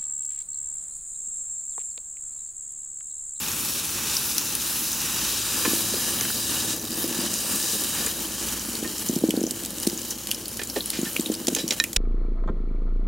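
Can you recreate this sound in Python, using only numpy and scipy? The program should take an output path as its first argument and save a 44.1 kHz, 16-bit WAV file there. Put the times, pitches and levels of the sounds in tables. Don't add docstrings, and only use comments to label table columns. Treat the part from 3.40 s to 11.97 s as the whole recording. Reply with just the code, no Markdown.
import sys
import numpy as np
from scipy import signal
from scipy.fft import rfft, irfft
from scipy.io import wavfile
from scipy.ndimage import uniform_filter1d

SR = 44100
rng = np.random.default_rng(int(sys.argv[2]) if len(sys.argv) > 2 else 0)


def wav_record(signal):
    frames = np.transpose(np.atleast_2d(signal))
    bounded = np.clip(frames, -1, 1)
    quanta = np.round(bounded * 32767).astype(np.int16)
    wavfile.write(sys.argv[1], SR, quanta)


N = 377916

# frequency in Hz, relative gain in dB.
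RUMBLE_COLOUR = [(20, -42), (35, -35), (55, -8), (85, 3), (150, 3), (250, -3), (500, -6.5), (1500, -34),
                 (8000, -19)]
# time in seconds, level in dB before the run-off's own gain.
SPILL_LEVEL = [(0, -45), (1.3, -46), (2.5, -39.5), (3.85, -36.5), (5.0, -40.5), (5.95, -38.5), (6.25, -40),
               (7.1, -43), (8.05, -39), (8.57, -42.5)]
# frequency in Hz, relative gain in dB.
SPILL_COLOUR = [(100, -62), (170, -5), (226, 4), (280, -3), (332, 3), (380, -8), (540, -8.5), (720, -16),
                (1500, -27)]
# start in seconds, level of the loudest 4 ms in dB,
# pitch that the swing is centred around in Hz.
DROPS = [(2.274, -19, 252), (2.33, -20, 333), (2.536, -25.5, 470), (3.639, -23, 342), (3.785, -23, 230),
         (5.424, -24.5, 340), (5.692, -15.5, 240), (5.76, -17, 222), (5.835, -10.5, 330),
         (5.884, -14.5, 243), (5.936, -18.5, 334), (5.971, -16, 318), (6.011, -18, 314),
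         (6.035, -16.5, 314), (6.071, -21.5, 298), (6.114, -28, 301), (6.468, -14, 258), (7.586, -20, 244),
         (7.627, -19, 240), (7.791, -17.5, 252), (7.896, -16, 322), (8.078, -18, 325), (8.125, -21, 240),
         (8.237, -22, 232)]
# mode in Hz before a random detune, relative level in dB,
# time to fall by 60 dB in seconds.
HOLLOW_MODES = [(240, -0.5, 0.06), (334, -4.5, 0.12)]
# start in seconds, level of the loudest 4 ms in dB
# before panning, centre of the scrape in Hz, decay time of the scrape in seconds,
# thump of the ground in dB re scrape, ring of the steel in dB re scrape.
TOUCHES = [(2.249, -21, 1140, 0.0083, -2.5, -4), (2.811, -28, 1100, 0.0018, -3, -20),
           (2.851, -28, 1190, .002, -12, -11), (2.902, -30, 870, 0.002, -25, -24),
           (4.55, -34.5, 1210, 0.057, -5, -9), (4.666, -27.5, 1200, 0.0065, 2, -5),
           (5.443, -33.5, 1000, 0.019, 4, 3), (7.193, -28, 2000, 0.0044, -3, 2),
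           (7.215, -28.5, 2030, 0.0061, -3, -2), (7.36, -21, 1920, 0.013, 8.5, 0),
           (7.531, -31.5, 2380, 0.053, -11, -11), (7.655, -33.5, 1810, 0.014, -14, 1),
           (7.762, -27.5, 1400, 0.0015, 1, -12), (8.081, -18, 4000, 0.0034, -4.5, -13.5),
           (8.162, -24.5, 2400, 0.011, -1, -8), (8.184, -26, 3200, 0.031, -4, 0.5),
           (8.307, -15, 3280, 0.0032, -15, -3.5), (8.318, -26.5, 2700, 0.012, -6, -18.5),
           (8.4, -10, 2150, 0.00039, -19, 5), (8.562, -14, 3220, 0.0048, -13, -1.5)]
# frequency in Hz before a random detune,
# level in dB before the contact point weights it, time to fall by 60 dB in seconds.
TONG_MODES = [(1050, -4, 0.062), (1792, 3.5, 0.081), (1866, -14, 0.1), (2455, -3, 0.038), (3220, -18, 0.1),
              (3340, -3, 0.0089), (3940, -0.5, 0.052), (4950, 1, 0.016), (5650, 3, 0.023), (7130, 5, 0.019),
              (8500, -10, 0.027)]
# start in seconds, level of the loudest 4 ms in dB,
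# pitch in Hz, ring in dB re crack.
LARGE_SPITS = [(0.7677, -15.5, 5360, 13), (0.9812, -14, 5660, -4), (1.1517, -17.5, 9600, 0),
               (2.8095, -17.5, 6500, -2), (3.9394, -21.5, 6500, 6), (4.663, -20, 7810, 5.5),
               (5.3527, -24, 4480, -2), (5.6873, -23, 6600, 17.5), (5.9062, -19, 3250, -4),
               (6.1089, -20, 7560, -4), (6.2492, -25.5, 6900, -14), (6.4683, -20.5, 8800, -1),
               (6.472, -18.5, 5700, -17), (6.8709, -25, 10600, -10), (6.9132, -15.5, 3300, -3.5),
               (7.4062, -22, 3950, 24), (7.4586, -22, 9680, 5), (7.5023, -18, 10200, -8),
               (7.7648, -17, 2697, 5), (7.8084, -25, 8100, 15), (7.8595, -24, 3500, 16),
               (8.0698, -18.5, 7000, -6), (8.1492, -14.5, 6700, 1), (8.2786, -21.5, 6180, -1),
               (8.4394, -17, 2500, -2)]
# time in seconds, boil level in dB that the hiss follows.
BOIL_LEVEL = [(0, -30), (1.8, -28.5), (2.25, -26.5), (2.65, -29.5), (3.2, -29), (3.9, -30), (4.58, -29),
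              (4.92, -33.5), (5.45, -34.0), (6.0, -40.5), (6.65, -36.5), (7.1, -41), (7.6, -32.5),
              (7.95, -38), (8.35, -34.5), (8.52, -45.5)]
# time in seconds, depth in dB,
# recovery time in seconds.
MISSES = [(3.385, 13.5, 0.17), (5.26, 5.5, 0.022), (8.26, 12, 0.033)]
# frequency in Hz, relative gain in dB.
STEAM_COLOUR = [(300, -6), (700, -12), (900, -8), (1700, -6), (2150, -12.5), (2600, 1), (3400, -4),
                (5500, -2.5), (7500, -1), (10000, 0.5), (13000, -2), (16000, -3)]
# centre in Hz,
# width in Hz, gain in dB when lying, gain in dB when lifted, gain in dB when set down.
HOLLOWS = [(646, 290, -6.5, 1, -2.5), (835, 84, 7.5, 0.5, 6), (1165, 42, 1.5, 4, 0.5),
           (1726, 57, -4, 6.5, 2), (2060, 73, -1, -6, -1), (2610, 284, -1, -5.5, -8),
           (3120, 580, -1.5, 1.5, 3.5), (3500, 300, 0.5, -4.5, -6.5), (3820, 450, 2.5, 6, 3.5),
           (4400, 230, -1, -0.5, 1.5), (4875, 150, -2.5, 7, 0.5), (5750, 840, 2.5, 2.5, 2),
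           (6850, 400, 3, 3, 4.5), (8950, 1300, -2, 0, -0.5)]
# time in seconds, pose (0 lying, 1 lifted, 2 set down
POSE = [(0, 0.034), (1.8, 0.27), (2.3, 1), (4.7, 1.1), (5.5, 2.044), (8.57, 2.315)]
# frequency in Hz, gain of the side signal in dB.
WIDTH = [(60, -16), (130, -21.5), (250, -26.5), (550, -12.5), (1100, -15), (2100, -56), (3200, -53),
         (4700, -12), (8100, -9.5), (15000, -4)]

RUMBLE_DB, RUMBLE_FADE_DB_PER_S = -42.5, 0.6
HUM_HZ, HUM_DB, OCTAVE_DB = 55.64, -54, -60.5
SWELL_S, SWELL_HALF_S, SWELL_DB = 2.8, 0.99, 12
BEAT_PEAK_S, BEAT_PERIOD_S, BEAT_DB = 3.4, 1.76, 2.5
TRAIL_MIN_S, TRAIL_MAX_S, TRAIL_DB = 0.018, 0.08, -10
STRAY_PER_S, STRAY_DB, STRAY_SPREAD_DB = 14, -27, 2
STRAY_LOW_HZ, STRAY_HIGH_HZ = 4220, 10700
MISS_FALL_S = 0.029
FULL_BOIL_DB = -30
HISS_DB, HISS_SLOPE = -0.5, 1
SPLASH_DB, SPLASH_SLOPE = -10, 0.86
SPRAY_DB, SPRAY_SLOPE = -1.6, 0.86
SPUTTER_DB, SPUTTER_SLOPE, SPUTTER_MAX_DB = 2.5, 0.42, 5.5
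TOP_HZ = 15800


def undb(db):
    return 10 ** (np.asarray(db) / 20)


def curve(rows):
    return np.interp(np.arange(N) / SR, *np.transpose(rows))


def unit(x):
    return x / np.sqrt(np.mean(x ** 2) + 1e-18)


def colour(x, points):
    hz, db = np.transpose(points)
    f = np.fft.rfftfreq(x.shape[-1], 1 / SR)
    gain = undb(np.interp(np.log(f + 1), np.log(hz), db))
    return irfft(rfft(x) * gain, x.shape[-1])


def band(x, low_hz, high_hz, order=2):
    sos = signal.butter(order, [low_hz, high_hz], "band", fs=SR, output="sos")
    return signal.sosfilt(sos, x)


def walk(rate):
    hold = int(SR / rate)
    steps = np.repeat(rng.standard_normal(N // hold + 1), hold)
    return unit(uniform_filter1d(uniform_filter1d(steps, hold), hold)[:N])


def ring(t, hz, t60):
    return np.sin(2 * np.pi * hz * t) * np.exp(-np.log(1000) * t / t60)


def add(out, s, sound, db):
    loudest = np.sqrt(uniform_filter1d(np.atleast_2d(sound)[0] ** 2, size=176).max())
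    i = min(int(s * SR), N - 1)
    out[..., i:i + sound.shape[-1]] += sound[..., :N - i] * undb(db) / loudest


def stereo(pair):
    mid, side = pair
    return mid + np.array([[1], [-1]]) * colour(side, WIDTH)


def bursts(per_s, spread_db, length_s, limit=3.2):
    struck = rng.random(N) < per_s / SR
    size = undb(spread_db * np.minimum(rng.exponential(size=N), limit)) * struck
    power = signal.lfilter([1], [1, -np.exp(-2 / (length_s * SR))], size ** 2)
    slow_power = uniform_filter1d(power, size=16000)
    return rng.standard_normal((2, N)) * np.sqrt(power / (slow_power + 1e-9) + 1e-12)


def yard(waver_db=1.4, drift_db=1.0, wobble_rad=0.3):
    t = np.arange(N) / SR
    octave_db = OCTAVE_DB + SWELL_DB / (1 + ((t - SWELL_S) / SWELL_HALF_S) ** 10)
    beat_db = BEAT_DB * np.cos(2 * np.pi * (t - BEAT_PEAK_S) / BEAT_PERIOD_S)
    turn = 2 * np.pi * HUM_HZ * t + wobble_rad * walk(9)
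    hum = 0
    for k, db in [(1, HUM_DB + beat_db), (2, octave_db)]:
        hum = hum + undb(db + waver_db * walk(4 * k * k)) * unit(np.sin(k * turn))
    rumble_db = RUMBLE_DB - RUMBLE_FADE_DB_PER_S * t + drift_db * walk(2.5)
    rumble = unit(colour(rng.standard_normal((2, N)), RUMBLE_COLOUR)) * undb(rumble_db)
    return stereo(rumble) + hum


def spill(gain_db=1):
    patter = bursts(per_s=260, spread_db=2.0, length_s=0.0081)
    return unit(colour(patter, SPILL_COLOUR)) * undb(curve(SPILL_LEVEL) + gain_db)


def thuds(push_s=0.00043, peak_s=0.00262, low_ratio=0.71, high_ratio=1.49,
          ring_db=-1, slap_db=-15, detune=0.025):
    out, t = np.zeros(N), np.arange(6000) / SR
    push = np.exp(-.5 * ((t - peak_s) / push_s) ** 2)
    slap = band(push, 604, 1200)
    for s, db, hz in DROPS:
        swing = band(push, hz * low_ratio, hz * high_ratio, order=3)
        hollow = 0
        for mode_hz, mode_db, t60 in HOLLOW_MODES:
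            tuned_hz = mode_hz * (1 + detune * rng.standard_normal())
            hollow = hollow + undb(mode_db + ring_db) * ring(t, tuned_hz, t60)
        hollow = band(signal.fftconvolve(hollow, push / push.sum())[:len(t)], 241, 610)
        drop = swing / abs(swing).max() + hollow + undb(slap_db) * slap / abs(slap).max()
        add(out, s, drop, db)
        delay_s = TRAIL_MIN_S + (TRAIL_MAX_S - TRAIL_MIN_S) * rng.random()
        add(out, s + delay_s, drop, db + TRAIL_DB)
    return out


def tongs(focus_db=7, chatter_db=-15, detune=0.0084, rise_s=0.0014, scatter_db=-14):
    out, t = np.zeros((2, N)), np.arange(8192) / SR
    for s, db, centre_hz, length_s, ground_db, ring_db in TOUCHES:
        scrape = rng.standard_normal((2, len(t))) * np.exp(-t / length_s) * (1 - np.exp(-t / rise_s))
        push = undb(chatter_db) * scrape + (t == 0)
        grip = 1 + detune * rng.standard_normal(len(TONG_MODES))
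        modes = 0
        for (hz, mode_db, t60), shift in zip(TONG_MODES, grip):
            octaves_off = abs(np.log2(hz / centre_hz))
            modes = modes + undb(mode_db - focus_db * octaves_off) * ring(t, hz * shift, t60)
        rung = signal.fftconvolve(push, modes[None], axes=1)[:, :len(t)]
        steel = band(rung, centre_hz * 1.15, 15000)
        grit = band(scrape, centre_hz * 0.7, centre_hz * 2.4)
        thump = band(scrape, 247, 554)
        touch = unit(grit) + undb(ring_db) * unit(steel) + undb(ground_db) * unit(thump)
        add(out, s, touch, db)
    return out[0] * undb([[-.8], [.8]]) + undb(scatter_db) * np.array([[-1], [1]]) * out[1]


def spits(rows, crack_s=0.0013, tail_db=-21, tail_s=0.016, sharpness=3.94, rise_s=0.00032):
    out, t = np.zeros((2, N)), np.arange(2048) / SR
    decay = np.exp(-t / crack_s) + undb(tail_db) * np.exp(-t / tail_s)
    shape = (1 - np.exp(-t / rise_s)) * decay
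    for s, db, hz, ring_db in rows:
        puff = rng.standard_normal((2, len(t))) * shape
        pitched = band(puff, hz * (1 - .5 / sharpness), hz * (1 + .5 / sharpness))
        crack = band(puff, 3120, 12800)
        add(out, s, unit(crack) + undb(ring_db) * unit(pitched), db)
    return out


def stray_spits(sputter_db, ring_db=3, ring_spread_db=12):
    rows = []
    for when, chance, size, pitch, tone in rng.random((int(STRAY_PER_S * N / SR), 5)):
        i = int(when * N)
        if chance < (sputter_db[i] / SPUTTER_MAX_DB) ** 2:
            db = STRAY_DB + STRAY_SPREAD_DB * (2 * size - 1)
            hz = STRAY_LOW_HZ + (STRAY_HIGH_HZ - STRAY_LOW_HZ) * pitch
            rows.append((i / SR, db, hz, ring_db + ring_spread_db * (2 * tone - 1)))
    return rows


def boiling():
    t, boil_db = np.arange(N) / SR, curve(BOIL_LEVEL)
    for s, depth_db, recovery_s in MISSES:
        closeness = np.where(t < s, ((t - s) / MISS_FALL_S) ** 2, (t - s) / recovery_s)
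        boil_db = boil_db - depth_db * np.exp(-closeness)
    sputter_db = SPUTTER_DB + SPUTTER_SLOPE * (FULL_BOIL_DB - boil_db)
    return boil_db, np.clip(sputter_db, 1, SPUTTER_MAX_DB)


def fizz(per_s=900, spread_db=4.5, decay_s=0.0029, low_hz=2800, high_hz=15000):
    when, pitch, size, side = rng.random((int(per_s * N / SR), 4)).T[:, :, None]
    hz, n = low_hz + (high_hz - low_hz) * pitch, np.arange(256)
    gain = undb(-spread_db * np.log(size + 0.0077))
    pings = gain * np.sin(2 * np.pi * hz * n / SR) * np.exp(-n / SR / decay_s)
    at = ((when * (N - len(n))).astype(int) + n).ravel()
    mid = np.bincount(at, pings.ravel(), N)
    side_signal = np.bincount(at, (pings * np.sign(side - .5)).ravel(), N)
    return unit(np.array([mid, side_signal]))


def ground_echo(x, lag_s=0.000952, sway=0.078, echo=0.1):
    i = np.arange(N)
    there = i - SR * lag_s * (1 + sway * walk(4))
    return x + echo * np.array([np.interp(there, i, channel) for channel in x])


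def seethe(x, depth_db=1.0, rate=9):
    spectrum, f = rfft(x), np.fft.rfftfreq(N, 1 / SR)
    centres = np.geomspace(2800, 11000, 6)
    out = 0
    for one in np.eye(len(centres)):
        out = out + irfft(spectrum * np.interp(f, centres, one), N) * undb(depth_db * walk(rate))
    return out


def hollows(x):
    spectrum, f, pose = rfft(x), np.fft.rfftfreq(N, 1 / SR), curve(POSE)
    voiced = 0
    for k in range(3):
        lift_db = sum(row[2 + k] * np.exp(-2 * ((f - row[0]) / row[1]) ** 2) for row in HOLLOWS)
        weight = np.maximum(1 - abs(pose - k), 0)
        voiced = voiced + weight * irfft(spectrum * undb(lift_db), N)
    return voiced


def sizzle(boil_db, sputter_db, steam_share=0.63, fizz_db=-8.0, snap_db=-5,
           clump=0.29, surge=0.14, flicker_db=0.46):
    bubbles = np.sqrt(1 - steam_share) * bursts(per_s=2600, spread_db=sputter_db, length_s=0.0022)
    steam = np.sqrt(steam_share) * rng.standard_normal((2, N))
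    snaps = undb(snap_db) * bursts(per_s=240, spread_db=3.0, length_s=0.0011, limit=4.5)
    grains = (undb(fizz_db) * fizz() + snaps) * undb(1.76 * (sputter_db - sputter_db.max()))
    wetting_db = sputter_db * (clump * walk(85) + surge * walk(14))
    boil = ground_echo((bubbles + steam + grains) * undb(wetting_db))
    voiced = hollows(colour(seethe(boil), STEAM_COLOUR))
    splash = colour(voiced, [(2100, 0), (2600, -8), (3200, -40)])
    spray = colour(voiced, [(8500, -40), (9600, -8), (10500, 0)])
    hiss = voiced - splash - spray
    layers = [(hiss, HISS_DB, HISS_SLOPE), (splash, SPLASH_DB, SPLASH_SLOPE), (spray, SPRAY_DB, SPRAY_SLOPE)]
    out = 0
    for part, db, slope in layers:
        level_db = FULL_BOIL_DB + db + slope * (boil_db - FULL_BOIL_DB)
        out = out + unit(part) * undb(level_db + flicker_db * walk(22.03))
    return out


def scene():
    boil_db, sputter_db = boiling()
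    steam = stereo(sizzle(boil_db, sputter_db)) * undb([[.35], [-.35]])
    droplets = spits(LARGE_SPITS) + spits(stray_spits(sputter_db))
    return yard() + stereo(droplets + spill()) + thuds() + tongs() + steam


def record(dry):
    lean = signal.sosfilt(signal.butter(4, 44, "high", fs=SR, output="sos"), dry)
    return signal.sosfilt(signal.ellip(12, .2, 80, TOP_HZ, fs=SR, output="sos"), lean)


dry = scene()
out = record(dry)
wav_record(out)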